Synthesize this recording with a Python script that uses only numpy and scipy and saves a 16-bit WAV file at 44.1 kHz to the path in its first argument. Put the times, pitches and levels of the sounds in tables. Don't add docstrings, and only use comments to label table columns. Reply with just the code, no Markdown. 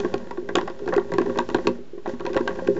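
import sys
import numpy as np
from scipy import signal
from scipy.fft import rfft, irfft, next_fast_len
from scipy.io import wavfile

SR = 44100
rng = np.random.default_rng(int(sys.argv[2]) if len(sys.argv) > 2 else 0)


def natural_amplitude(level_db):
    exponent = np.asarray(level_db, float) / 20
    return 10 ** exponent


def put_to_file(sound):
    columns = np.atleast_2d(sound).T
    safe = np.clip(columns, -1, 1)
    whole_steps = np.round(safe * 32767)
    wavfile.write(sys.argv[1], SR, whole_steps.astype(np.int16))


N = 123039
SPREAD_DB = 4.5


def rms_one(x):
    return x / np.sqrt(np.mean(x ** 2) + 1e-20)


def ring(clicks, hz, t60):
    r = natural_amplitude(-60 / (t60 * SR))
    w = 2 * np.pi * hz / SR
    return signal.lfilter([0, np.sin(w)], [1, -2 * r * np.cos(w), r * r], clicks + 1e-18)


def click_train(start_s, gains):
    return np.bincount((start_s * SR).astype(int), gains, N)[:N]


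def fading_clicks(start_s, gains, fade_s):
    return signal.lfilter([1], [1, -np.exp(-1 / (fade_s * SR))], click_train(start_s, gains))


def band_noise(source, low_hz, high_hz):
    band = signal.butter(1, [low_hz, high_hz], "band", fs=SR, output="sos")
    return signal.sosfilt(band, source)


def off_pitch_db(hz, favoured_hz, focus_db, reach_db):
    return -np.minimum(focus_db * np.log2(hz / favoured_hz) ** 2, reach_db)


# start in seconds, peak in dB, favoured pitch in
# Hz, length of push in seconds.
THUDS = [(0.0, -20, 440, 0.0022), (0.046, -8, 350, 0.0035), (0.065, -22.5, 340, 0.0023),
         (0.141, -12.5, 342, 0.0018), (0.154, -21.5, 297, 0.002), (0.27, -34, 347, 0.0028),
         (0.31, -26.5, 423, 0.0014), (0.38, -19, 336, 0.0046), (0.425, -25, 404, 0.0045),
         (0.491, -23.5, 409, 0.002), (0.509, -22, 435, 0.003), (0.523, -21.5, 417, 0.009),
         (0.551, -12, 350, 0.0035), (0.574, -12.5, 350, 0.001), (0.611, -23, 363, 0.003),
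         (0.629, -24, 340, 0.0022), (0.674, -32.5, 234, 0.003), (0.7, -23, 357, 0.0015),
         (0.8, -34, 385, 0.003), (0.819, -20, 416, 0.0039), (0.864, -20.5, 377, 0.003),
         (0.875, -14.5, 326, 0.0059), (0.889, -16, 404, 0.0033), (0.903, -23.5, 373, 0.003),
         (0.913, -17.5, 455, 0.0023), (0.929, -14.5, 468, 0.0014), (0.964, -6.5, 350, 0.0034),
         (0.978, -13.5, 358, 0.0038), (1.051, -22, 400, 0.0075), (1.103, -25.5, 372, 0.0016),
         (1.12, -11, 528, 0.0039), (1.138, -11.5, 345, 0.0048),
         (1.183, -8, 333, 0.0043), (1.207, -12, 375, 0.0011), (1.255, -19, 385, 0.0056),
              (1.27, -15.5, 411, 0.0054), (1.286, -16, 289, 0.0052), (1.297, -13, 417, 0.0051),
              (1.355, -21, 443, 0.0072), (1.367, -14.5, 392, 0.0064), (1.388, -13.5, 337, 0.0021),
              (1.405, -21.5, 345, 0.0045), (1.488, -17, 426, 0.0013), (1.512, -17.5, 352, 0.004),
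              (1.546, -6.5, 342, 0.0022), (1.565, -16, 358, 0.0054), (1.586, -16.5, 383, 0.0033),
              (1.656, -16.5, 340, 0.003), (1.671, -6.5, 384, 0.0043), (1.692, -13.5, 414, 0.0036),
              (1.788, -23.5, 396, 0.0044), (1.932, -27.5, 410, 0.0048), (1.976, -26, 353, 0.0041),
         (2.075, -20.5, 382, 0.0043), (2.092, -37, 397, 0.0059), (2.134, -21, 242, 0.002),
             (2.203, -19.5, 423, 0.0052), (2.248, -21.5, 370, 0.003), (2.271, -17, 500, 0.0044),
             (2.278, -27, 404, 0.0056), (2.3, -19.5, 398, 0.0051), (2.333, -21, 382, 0.0062),
             (2.356, -13, 480, 0.0053), (2.365, -10.5, 345, 0.0036), (2.375, -26, 376, 0.0024),
             (2.406, -11.5, 323, 0.0019), (2.452, -18, 416, 0.004), (2.472, -17.5, 550, 0.0012),
             (2.492, -15.5, 334, 0.0019), (2.585, -22, 404, 0.0023), (2.62, -20, 540, 0.0028),
             (2.666, -15.5, 347, 0.0063), (2.685, -7.5, 436, 0.0035), (2.758, -16, 327, 0.0078),
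             (2.773, -12.5, 424, 0.007)]
# pitch in Hz, level in dB, 60 dB decay in seconds.
BOX = [(125, -17, 0.23), (181.6, -11, 0.21), (241.5, -3.5, 0.12), (350, -18, 0.017), (360.2, -2, 0.11),
       (355.5, -2.5, 0.028), (400, -3.5, 0.17), (472.4, -21, 0.0082), (530.7, -2.5, .12)]
BOX_SIGNS = [1, -1, -1, -1, 1, 1, 1, -1, -1]


def thuds():
    soft_hz, choke_s = 860, 0.03
    free_push_s, least_ring = 0.0038, 0.9
    rows = THUDS
    hz, level_db, t60 = np.transpose(BOX)[:, :, None]
    t = np.arange(SR // 4) / SR
    luck = np.clip(rng.standard_normal((len(rows), len(BOX), 1)), -1.5, 1.5)
    modes = natural_amplitude(level_db) * np.sin(2 * np.pi * hz * t) * np.array(BOX_SIGNS)[:, None]
    gaps_s = np.diff([row[0] for row in rows], append=N / SR + 1)
    out = np.zeros(N + SR)
    for (start_s, db, pitch_hz, push_s), chance, gap_s in zip(rows, luck, gaps_s):
        gain = natural_amplitude(db + off_pitch_db(hz, pitch_hz, 61.5, 12.5) + SPREAD_DB * chance)
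        ring_length = np.clip(push_s / free_push_s, least_ring, 1.2)
        decay = natural_amplitude(-60 * t / t60 / ring_length)
        swell = 1 - np.exp(-t / max(0.74 * push_s, 1e-4))
        choke = np.exp(-np.maximum(t - gap_s, 0) / choke_s)
        out[int(start_s * SR):][:len(t)] += (gain * decay * modes).sum(axis=0) * swell * choke
    r = np.exp(-2 * np.pi * soft_hz / SR)
    return signal.lfilter([(1 - r) ** 2], [1, -2 * r, r * r], out[:N])


def strike(modes, start_s, db, colour_db):
    out = 0
    luck = np.clip(rng.standard_normal((len(start_s), len(modes))), -1.5, 1.5)
    for k, (hz, level_db, t60) in enumerate(modes):
        gain = natural_amplitude(db + level_db + colour_db(hz) + SPREAD_DB * luck[:, k])
        out = out + ring(click_train(start_s, gain * (-1) ** k), hz, t60)
    return out


# start in seconds, panel knock in dB, peg tick in dB, favoured pitch in Hz.
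TAPS_EARLY = [(0.001, -24.5, -32.5, 860), (0.047, -18.5, -42.5, 1080), (0.14, -18, -31, 760),
              (0.179, -50, -44.5, 1110), (0.271, -36, -57, 1110), (0.309, -22, -42.5, 970),
              (0.373, -29, -53, 904), (0.489, -20.5, -41, 1790), (0.554, -9, -16.5, 775),
              (0.566, -20, -33.5, 1123), (0.584, -15.5, -35, 1145), (0.612, -24, -37.5, 1120),
              (0.676, -18, -41, 780), (0.699, -30, -43.5, 1110), (0.791, -30, -48.5, 976),
              (0.859, -33.5, -47, 810), (0.876, -19.5, -41, 1690), (0.888, -30, -39.5, 660),
              (0.924, -16.5, -62, 1023), (0.93, -17.5, -54, 597), (0.938, -17.5, -36, 986),
              (0.963, -31.5, -32.5, 638), (0.978, -11, -40, 931), (1.118, -18.5, -41.5, 970),
              (1.137, -22, -33.5, 970), (1.183, -13.5, -30.5, 1110), (1.196, -34, -46.5, 1126),
              (1.215, -21.5, -39, 970), (1.261, -24, -45.5, 1106), (1.296, -23.5, -49.5, 974)]
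TAPS_LATE = [(1.357, -24.5, -48.5, 1060), (1.374, -21.5, -37, 622), (1.387, -10.5, -24, 1080),
             (1.401, -37.5, -39.5, 1130), (1.489, -25, -40, 1020), (1.5, -23, -38, 991),
             (1.545, -11.5, -27, 740), (1.556, -19, -50, 1130), (1.584, -24, -48.5, 713),
             (1.67, -14, -20.5, 1110), (1.979, -37.5, -84.5, 622), (2.059, -18.5, -52.5, 802),
             (2.065, -23.5, -53.5, 1100), (2.076, -34, -45.5, 848), (2.137, -34, -55.5, 875),
             (2.197, -29.5, -47.5, 859), (2.206, -26, -46, 953), (2.252, -24, -39.5, 1680),
             (2.264, -20.5, -32, 1010), (2.293, -34, -49.5, 1800), (2.332, -30, -37.5, 1800),
             (2.344, -23.5, -39, 999), (2.365, -14, -31, 735), (2.373, -12.5, -35, 953),
             (2.409, -28.5, -45, 972), (2.476, -11.5, -29, 1590), (2.507, -24.5, -56, 1110),
             (2.557, -34.5, -48.5, 1580), (2.589, -21.5, -68, 956), (2.673, -20, -34, 942),
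             (2.765, -23.5, -48, 662)]
# pitch in Hz, level in dB, 60 dB decay in seconds.
PANEL = [(638, 0, 0.026), (712, -1.5, 0.042), (766, 5.5, 0.018), (963, -3, 0.067), (1022, -7.5, 0.07),
         (1112.5, -2, 0.058), (1406, -4.5, 0.039), (1580, -2.5, 0.048), (1785, 1, 0.017),
         (1962, -3.5, 0.026)]
PEGS = [(hz, 0, 23.7 / hz) for hz in np.geomspace(2500, 7200, num=9)]


def taps():
    chatter_s, chatter_loss_db = 0.001985, 5.5
    usual_hardness_db, brightest_db, crack_s = -24, -4, 0.00033
    rows = np.repeat(TAPS_EARLY + TAPS_LATE, 3, axis=0)
    start_s, knock_db, tick_db, pitch_hz = rows.T
    hardness_db = np.maximum(tick_db - knock_db - usual_hardness_db, -15)
    tilt_db = np.minimum(-5 + 0.28 * hardness_db, brightest_db)
    bounce = np.tile(np.arange(3), len(rows) // 3)
    start_s = start_s + bounce * chatter_s * rng.uniform(0.3654, 1.618, len(bounce))
    knock_db = knock_db - chatter_loss_db * bounce
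    tick_db = tick_db - chatter_loss_db * bounce

    def place_db(hz):
        return off_pitch_db(hz, pitch_hz, 46.5, 4.5)

    def hardness_colour_db(hz):
        return tilt_db * np.log2(hz / 4700)

    fall = fading_clicks(start_s, natural_amplitude(tick_db + tilt_db), crack_s)
    crack = band_noise(fall * rng.standard_normal(N), 2500, 5500)
    knock = strike(PANEL, start_s, knock_db - 9, place_db)
    tick = strike(PEGS, start_s, tick_db - 1.5, hardness_colour_db)
    return knock + tick + crack


def clatter():
    fade_s, level_db, grains_per_s = 0.017, -7.5, 500
    start_s, knock_db = np.transpose(TAPS_EARLY + TAPS_LATE)[:2]
    shake = fading_clicks(start_s, natural_amplitude(knock_db + level_db), fade_s)
    grains = shake * rng.uniform(-1.07, 1, N) * (rng.random(N) < grains_per_s / SR)
    modes = PANEL[1:] + PEGS[:4]
    dealt = rng.integers(0, len(modes), N)
    out = 0
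    for k, (hz, _, t60) in enumerate(modes):
        gain = natural_amplitude(-4.0 * np.log2(hz / 1000))
        out = out + ring(grains * (dealt == k) * gain, hz, 0.53 * t60)
    return out


def rubbed(modes, grains):
    out = 0
    for k, (hz, db, t60) in enumerate(modes):
        out = out + natural_amplitude(db) * ring(grains, hz, t60) * (-1) ** k
    return rms_one(out)


# time in seconds, level in dB.
RUB = [(0, -29.5), (.22, -37.5), (0.45, -43), (0.619, -35), (.77, -40.5), (0.899, -34.5), (1.06, -37.5),
       (1.298, -33), (1.521, -33), (1.631, -33), (1.761, -39.5), (1.899, -81), (2.04, -48), (2.096, -28),
       (2.178, -43.5), (2.299, -35), (2.529, -33), (2.79, -34.5)]


def rub():
    grains_per_s = 380
    time_s, db = np.transpose(RUB)
    sizes = natural_amplitude(3.75 * np.minimum(rng.exponential(1, N), 3)) * rng.choice([-1, 1], N)
    grains = sizes * (rng.random(N) < grains_per_s / SR)
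    hiss = rms_one(band_noise(rng.standard_normal(N), 1500, 6000))
    mix = natural_amplitude(-2.5) * rubbed(BOX, grains) + natural_amplitude(-14.5) * rubbed(PANEL, grains)
    mix = mix + natural_amplitude(-30.5) * rubbed(PEGS, grains) + natural_amplitude(-23) * hiss
    return natural_amplitude(np.interp(np.arange(N) / SR, time_s, db)) * mix


def room(x):
    t60_s, wall_cut_hz = 0.15, 5900
    size = next_fast_len(N + SR)
    w = 2 * np.pi * np.arange(size // 2 + 1) / size
    dull = np.exp(-2 * np.pi * wall_cut_hz / SR)
    wall = (1 - dull) / (1 - dull * np.exp(-1j * w))
    total = 0
    for k, lag in enumerate((rng.uniform(0.012, 0.035, 10) * SR).astype(int)):
        loop = natural_amplitude(-60 * lag / SR / t60_s) * wall * np.exp(-1j * w * lag)
        total = total + (-1) ** k * loop / (1 - loop)
    return irfft(rfft(x, size) * total, size)[:N]


# frequency in Hz, density in dB per Hz.
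FLOOR = [(20, 1.5), (33, -36), (52, -8), (80, -20), (400, -15), (900, -31), (3000, -36.5), (7000, -46)]


def floor():
    hz = np.fft.rfftfreq(N, 1 / SR)
    table_hz, table_db = np.transpose(FLOOR)
    shape = natural_amplitude(np.interp(np.log(hz + 1), np.log(table_hz), table_db)) * (hz > 20)
    return natural_amplitude(-49) * rms_one(irfft(rfft(rng.standard_normal(N)) * shape, N))


def scene():
    toy = thuds() + taps() + clatter() + rub()
    return (toy + natural_amplitude(-17.5) * room(toy) + floor())[None]


def band_limit(x):
    return signal.sosfilt(signal.butter(12, 8140, fs=SR, output="sos"), x)


def record(dry):
    top_cut = signal.cheby1(10, 0.5, 7377, fs=SR, output="sos")
    mix = signal.sosfilt(top_cut, dry) + 0.018
    return band_limit(mix)


dry = scene()
out = record(dry)
put_to_file(out)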